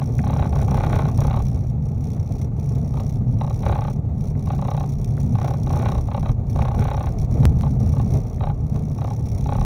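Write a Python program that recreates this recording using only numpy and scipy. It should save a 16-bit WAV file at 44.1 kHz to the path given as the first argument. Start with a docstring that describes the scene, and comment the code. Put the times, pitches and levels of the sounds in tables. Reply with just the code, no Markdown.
"""Tyre rumble and a dull gravel roar fill the cab of a slowly rolling car. The shaking rocks a loose plastic
mount on the windscreen about 32 times a second: it chafes as it swings and knocks against its stop on rough
ground, setting the trim clattering. A few stones tick on the body, and a sharp click and a faint one sound near
7.5 s."""
import sys
import numpy as np
from scipy import signal
from scipy.fft import rfft, irfft
from scipy.io import wavfile
from scipy.ndimage import uniform_filter1d

SR = 44100
rng = np.random.default_rng(int(sys.argv[2]) if len(sys.argv) > 2 else 0)


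def store_wav(level_fs):
    """Save 16-bit WAV to argv[1]."""
    pcm = np.round(np.clip(np.atleast_2d(level_fs), -1, 1) * 32767)
    wavfile.write(sys.argv[1], SR, pcm.T.astype(np.int16))


N = 425555
TIME = np.arange(N) / SR
BINS = np.fft.rfftfreq(N, 1 / SR)
SWING_HZ = 32.3  # the mount's natural rocking rate

# tone curves, each with columns: frequency_hz, gain_db
HEAVE_TONE = [(12, -26.5), (24, -12), (40, 7), (51, 0.5), (64, 7), (80, 6), (105, -11), (200, -65)]  # the car body's deep heave
BOOM_TONE = [(45, -22.5), (80, -3), (98, -2.5), (118, 1.5), (131, -3.5), (141, 3.5), (151, -3.5),
             (170, -11), (208, -10), (228, -15), (255, -14), (310, -33), (500, -82)]  # the booming cab
ROAR_TONE = [(150, -32.5), (300, -2.5), (430, -0.5), (560, -7), (690, -5.5), (900, -11), (1200, -20.5),
             (1600, -33.5), (2250, -32), (3200, -40), (6000, -39), (15000, -53.5)]  # tread on gravel
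MOUNT_TONE = [(200, -38.5), (420, -14), (560, 5), (660, -6), (825, 9.5), (950, -1), (1080, 2), (1200, -0.5),
              (1340, -13.5), (1800, -15.5), (3200, -10), (3550, -19.5), (3850, -5.5), (5200, -43.5),
              (9000, -68)]  # the struck mount
TRIM_TONE = [(700, -48.5), (1250, -1), (1480, 7.5), (1700, -4.5), (1900, -3.5), (2400, -0.5), (2650, -9),
             (3300, -8), (4300, -15), (6500, -39.5)]  # the ringing trim
CHAFE_TONE = [(1200, -27), (1850, -9), (2280, 0), (2600, -6), (3900, -4.5), (4400, -5.5), (5650, 10),
              (6300, -1), (7400, -7), (9400, -3.5), (11300, -7.5), (12800, -17), (13900, -13.5),
              (15600, -12)]  # plastic rubbing on plastic
# what the road stirs up: time_s, heave_db, boom_db, roar_db, chafe_db
ROAD_LEVELS = [(0, -41, -22, -42, -53), (.2, -34, -19, -38.5, -47.5), (.45, -23.5, -20, -37, -49),
               (.95, -24, -19.5, -32.5, -47), (1.1, -29.5, -18.5, -38, -51.5), (1.4, -23, -20, -41, -51),
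               (1.9, -31.5, -22.5, -43.5, -54), (2.6, -30.5, -23, -43, -53), (4.7, -31.5, -22, -43.5, -54),
               (5.2, -29.5, -20, -40.5, -50.5), (6.1, -31, -23.5, -45.5, -55.5),
               (7.1, -27, -23.5, -40, -52), (7.5, -21, -19, -39, -54), (8.1, -30, -18, -40, -50.5),
               (8.3, -33, -27.5, -43, -58), (8.42, -26, -22.5, -44, -58), (9.1, -36, -23, -43, -53),
               (9.65, -20, -21.5, -41, -48.5)]
# bumps and stony patches: centre_s, length_s, added_heave_db, added_boom_db, added_roar_db
ROAD_BUMPS = [(0.668, 0.08, -5.5, 4, -1.5), (1.227, .12, 3, 2, 5), (2.765, .16, -2, 4, 1),
              (3.005, 0.15, 1, 1.5, 2), (3.303, 0.24, 1, 5, 0.5), (3.691, 0.14, 6, 2.5, 8),
              (4.527, 0.17, 0, 1, 3), (4.959, 0.081, 6, -3.5, -4), (5.34, 0.15, -5, 3, -3),
              (5.466, 0.15, 0, 0, 4), (5.814, 0.29, 1, 3.5, 10), (6.0, 0.15, 8.5, -1.5, 3),
              (6.287, 0.13, 9, 5, 5), (6.598, 0.14, 4, 6, 6), (6.805, 0.097, 7.5, 7.5, 7.5),
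              (7.444, 0.13, 1, 7.5, 6), (7.867, 0.076, -0.5, 3.5, 3), (8.153, 0.088, 8.5, 3, 6.5),
              (8.758, 0.08, 5, 2, 6), (9.544, 0.084, -3.5, 2, 0)]
# bouts in which the mount reaches its stop: start_s, accent_s, end_s, knock_db, clack_db
RATTLE_BOUTS = [(.018, .018, .018, -19.5, -36), (.235, .426, .46, -14.5, -32), (.527, 0.5, .61, -15.5, -28),
                (.69, .931, 1.08, -13, -23.5), (1.188, 1.311, 1.4, -15.5, -30),
                (2.94, 2.973, 3.0, -21.5, -48), (3.415, 3.415, 3.5, -17, -52),
                (3.635, 3.665, 3.87, -13.5, -25.5), (4.47, 4.505, 4.54, -17, -32.5),
                (4.595, 4.685, 4.84, -15.5, -38.5), (5.351, 5.448, 5.53, -16, -32),
                (5.675, 5.86, 5.99, -15, -30), (6.085, 6.148, 6.18, -14.5, -42),
                (6.227, 6.262, 6.3, -15.5, -32), (6.56, 6.592, 6.74, -14, -32.5),
                (6.79, 6.916, 7.07, -15, -24.5), (7.434, 7.434, 7.434, -21, -42),
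                (7.636, 7.636, 7.665, -19, -43), (7.939, 8.0, 8.0, -19.5, -42), (8.41, 8.44, 8.5, -15, -36),
                (8.762, 8.762, 8.762, -26.5, -50), (8.987, 9.049, 9.11, -19, -45),
                (9.46, 9.523, 9.62, -14.5, -33)]
# the contacts within one knock: delay_s, level_db, contact_s
KNOCK_CONTACTS = [(-.0025, -9, .00003), (-.0012, -13.5, 0.000015), (.0004, 4.5, .00015),
                  (.0015, -15.5, 0.000031)]
# the two rasps of a swing, out and back: length_s, level_db
CHAFE_STROKES = [(.008, 0), (.0055, -3.5)]
# the mount sticks and its chafing drops out: centre_s, length_s, depth_db
MOUNT_STICKS = [(0.1, .12, 1.5), (1.667, 0.19, 3.5), (1.776, 0.086, 27), (1.96, 0.13, 7.5), (2.52, 0.1, 23),
                (3.236, .1, 21), (3.361, 0.04, 18), (4.065, 0.19, 28), (4.343, 0.049, 18),
                (6.402, 0.12, 31), (7.166, 0.034, 12), (7.284, 0.045, 23), (7.514, 0.069, 3),
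                (7.777, .03, 13), (8.576, 0.17, 8)]
# stones flung at the body: start_s, peak_db, pitch_hz
STONE_HITS = [(0.1903, -26, 1850), (2.1774, -44, 1842), (4.3533, -40, 1625), (5.1768, -33, 1550),
              (6.6188, -26, 2360), (8.383, -43, 1900)]
# sharp clicks: time_s, peak_db, settle_s
SHARP_CLICKS = [(7.4542, -11.5, 0.0015), (7.611, -27, 0.00039)]
# the microphone housing's hollows and one high peak: centre_hz, width_hz, gain_db
HOUSING_BANDS = [(998, 88, -35.5), (1662, 48, -27), (2670, 37, -21.5), (3015, 340, -29),
                 (5070, 1200, -34.5), (7990, 1460, -32.5), (10100, 310, -12), (11000, 470, -21),
                 (11830, 1530, -21), (13800, 670, 8)]


def tyres(heave_db, boom_db, roar_db, lumpy_db=2):
    """The body heaves and the cab booms with the bumps; the roar swells as stones pass under the tread."""
    heave = steady_rumble(HEAVE_TONE) * amp(heave_db + 1.5)
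    boom = steady_rumble(BOOM_TONE) * amp(boom_db)
    gravel = rng.standard_normal(N) * amp(lumpy_db * drift(hz=60))
    roar = coloured(gravel, ROAR_TONE) * amp(roar_db + 2)
    return heave + boom + roar


def road():
    """The road rides four faders, in dB: heave, boom, roar and chafe, swelling or dipping at each bump."""
    times, *levels = np.transpose(ROAD_LEVELS)
    faders = np.array([np.interp(TIME, times, level) for level in levels])
    for centre_s, length_s, heave_db, boom_db, roar_db in ROAD_BUMPS:
        swell = np.exp(-(2 * (TIME - centre_s) / length_s) ** 2)
        chafe_db = .63 * roar_db
        faders += np.outer([heave_db, boom_db, roar_db, chafe_db], swell)
    return faders


def rattle_hits(roar_db, graze_db=3, build_s=.018, fade_db=4.5, accent_db=1.97, jitter_s=.0007):
    """One hit a swing, building and dying away in each bout: rows of time_s, knock_db, clack_db."""
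    hits = []
    for start_s, accent_s, end_s, knock_db, clack_db in RATTLE_BOUTS:
        before = round((accent_s - start_s) * SWING_HZ)
        after = round((end_s - accent_s) * SWING_HZ)
        swings = np.arange(-before, after + 1)
        late, harder, brighter = rng.standard_normal((20, 3))[swings].T
        times = accent_s + swings / SWING_HZ
        building = graze_db * np.exp((times[0] - times) / build_s)
        dying = fade_db * (swings / (after + .5)) ** 2
        softer_db = np.where(swings < 0, building, dying) + accent_db * (swings != 0)
        # the trim clacks most on the stoniest ground
        ground_db = np.interp(times, TIME, roar_db)
        duller_db = .98 * softer_db + (ground_db.max() - ground_db)
        hits += zip(times + jitter_s * late,
                    knock_db - softer_db + harder,
                    clack_db - duller_db + 2.5 * brighter)
    return hits


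def mount_knocks(hits, slack_s=.00017, tail_t60_s=.1, tail_top_hz=2000, rebound_s=.019, rebound_db=-13.5):
    """The mount grazes its stop, lands, chatters, and bumps the far side softly half a swing later."""
    size, lead_s = 4096, 256 / SR
    t, hz = np.arange(size) / SR, np.fft.rfftfreq(size, 1 / SR)
    body, mix = resonance(MOUNT_TONE), np.zeros(N)
    delay_s, contact_db, contact_s = np.transpose(KNOCK_CONTACTS)[:, :, None]
    dulling = np.exp(-2 * (np.pi * hz * contact_s) ** 2)  # a longer contact gives a duller blow
    for time_s, knock_db, _ in hits:
        slip, harder = rng.standard_normal((2, len(KNOCK_CONTACTS), 1))
        late, stronger = rng.standard_normal(2)
        blows = amp(contact_db + 1.6 * harder) * dulling
        landing_s = lead_s + delay_s + slack_s * slip
        force = (blows * np.exp(-2j * np.pi * hz * landing_s)).sum(0)
        # glass and dashboard scatter a short, dull tail
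        tails = rng.standard_normal((2, size)) * amp(-60 * t / tail_t60_s)
        tails *= amp(-7) / np.linalg.norm(tails[0])
        near_tail, far_tail = rfft(tails) / np.hypot(1, hz / tail_top_hz)
        knock = irfft(force * body * (1 + near_tail))
        rebound = irfft(force * body * (.5 + 2 * far_tail)) * amp(rebound_db + 5.3 * stronger)
        gain = amp(knock_db - 1) / abs(knock).max()
        add(mix, time_s - lead_s, gain * knock)
        add(mix, time_s - lead_s + rebound_s + .001756 * late, gain * rebound)
    return mix


def trim_clatter(hits, lag_s=.0006, chatter_db=-9, chatter_s=.029, scatter_db=4, count=7):
    """Knocks jolt the trim around the mount: one bright clack, then a scatter of small ones."""
    taps = np.zeros(N)
    for time_s, _, clack_db in hits:
        add(taps, time_s + lag_s, [amp(clack_db)])
        for when, push in zip(rng.random(count), rng.standard_normal(count)):
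            tap_db = clack_db + chatter_db + scatter_db * (abs(push) - .5)
            add(taps, time_s + when * chatter_s, [np.sign(push) * amp(tap_db)])
    ring = irfft(resonance(TRIM_TONE))
    return signal.oaconvolve(taps, ring / abs(ring).max())[:N]


def mount_chafing(chafe_db, attack_s=.0004, scatter_db=1.3, grain_db=3, wander_db=1.5):
    """Plastic slides on plastic twice a swing: a long rasp out, a shorter one back."""
    turns = SWING_HZ * TIME + .1 + .06 * drift(hz=1.5) + .02 * drift(hz=15)  # the pace wavers a little
    t = np.arange(900) / SR
    attack = 1 - np.exp(-t / attack_s)
    rub = np.full(N, amp(-26))  # a faint hiss between strokes
    for lag_turns, (length_s, level_db) in zip((0, .47), CHAFE_STROKES):
        starts = np.flatnonzero(np.diff(np.floor(turns - lag_turns)) > 0)
        for start, (longer, harder) in zip(starts, rng.standard_normal((500, 2))):
            travel = t / (length_s * np.exp(.22 * longer))
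            stroke = attack * np.exp(-travel ** 5 - .5 * travel)
            add(rub, start / SR, amp(level_db + scatter_db * harder) * stroke)
    grain = amp(grain_db * drift(hz=503)) * rng.standard_normal(N)
    rasp = coloured(rub * grain, CHAFE_TONE)
    return rasp * amp(chafe_db + 1 - sticking_db() + wander_db * drift(hz=12))


def sticking_db():
    """How far the chafing ducks while the mount sticks; it drops and returns abruptly."""
    return sum(depth_db * np.exp(-(2 * (TIME - centre_s) / length_s) ** 4)
               for centre_s, length_s, depth_db in MOUNT_STICKS)


def stone_ticks(attack_s=.00022, t60_s=.0099, pitch_spread=.17):
    """Each stone rings a small patch of the body for a few milliseconds."""
    t, mix = np.arange(2000) / SR, np.zeros(N)
    envelope = (1 - np.exp(-t / attack_s)) * amp(-60 * t / t60_s)
    for start_s, peak_db, pitch_hz in STONE_HITS:
        partials_hz = pitch_hz * np.exp(pitch_spread * rng.standard_normal((8, 1)))
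        phases = rng.random(partials_hz.shape)
        tick = np.sin(2 * np.pi * (partials_hz * t + phases)).sum(0) * envelope
        add(mix, start_s, amp(peak_db) * tick / abs(tick).max())
    return mix


def clicks():
    """Sharp, dry clicks: the wave dips, snaps upward and settles again."""
    return sum(amp(peak_db) * np.sign(TIME - time_s) * np.exp(-abs(TIME - time_s) / settle_s)
               for time_s, peak_db, settle_s in SHARP_CLICKS)


def steady_rumble(tone):
    """A bed of noise with this tone, its slow swells levelled."""
    noise = coloured(rng.standard_normal(N), tone)
    return noise / np.sqrt(uniform_filter1d(noise ** 2, size=6000))


def resonance(tone, size=4096):
    """Frequency response of a struck body; minimum phase, so it rings only after the blow."""
    log_gain = np.log(tone_gain(tone, abs(np.fft.fftfreq(size, 1 / SR))))
    return np.exp(np.conj(signal.hilbert(log_gain)))[:size // 2 + 1]


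def tone_gain(tone, hz):
    """Gain of a tone curve at hz, rolling off 20 dB an octave above its last point."""
    points_hz, gain_db = np.transpose(tone)
    octaves_above = np.log2(np.maximum(hz / points_hz[-1], 1))
    return amp(np.interp(np.log(hz + 1), np.log(points_hz + 1), gain_db) - 20 * octaves_above)


def coloured(sound, tone):
    """Equalises a sound with a tone curve, at rms 1."""
    return unit_rms(irfft(rfft(sound) * tone_gain(tone, BINS), N))


def drift(hz):
    """Random wander at rms 1, rolled off above hz."""
    return unit_rms(irfft(rfft(rng.standard_normal(N)) * np.exp(-(BINS / hz) ** 2), N))


def unit_rms(sound):
    """Scales to rms 1."""
    return sound / np.sqrt(np.mean(sound ** 2) + 1e-20)


def amp(db):
    """Decibels to gain."""
    return 10 ** (np.asarray(db) / 20)


def add(mix, start_s, sound):
    """Lays a sound into the mix at start_s."""
    part = mix[max(round(start_s * SR), 0):][:len(sound)]
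    part += sound[:len(part)]


def scene():
    """Tyres, rattling mount, trim and stones, all close by and in mono."""
    heave_db, boom_db, roar_db, chafe_db = road()
    hits = rattle_hits(roar_db)
    rolling = tyres(heave_db, boom_db, roar_db)
    rattle = mount_knocks(hits) + trim_clatter(hits)
    return (rolling + rattle + stone_ticks() + mount_chafing(chafe_db))[None]


def record(dry):
    """The microphone's housing hollows out bands; the clicks join after it; the top treble is cut."""
    housing = 1
    for centre_hz, width_hz, gain_db in HOUSING_BANDS:
        detuning = 2j * (BINS - centre_hz) / width_hz
        housing *= (amp(gain_db) + detuning) / (1 + detuning)
    heard = irfft(rfft(dry) * housing, N) + clicks()
    high_cut = signal.firwin(1023, cutoff=15850, window=("kaiser", 9), fs=SR)
    return signal.oaconvolve(heard, high_cut[None], "same")


dry = scene()
out = record(dry)
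store_wav(out)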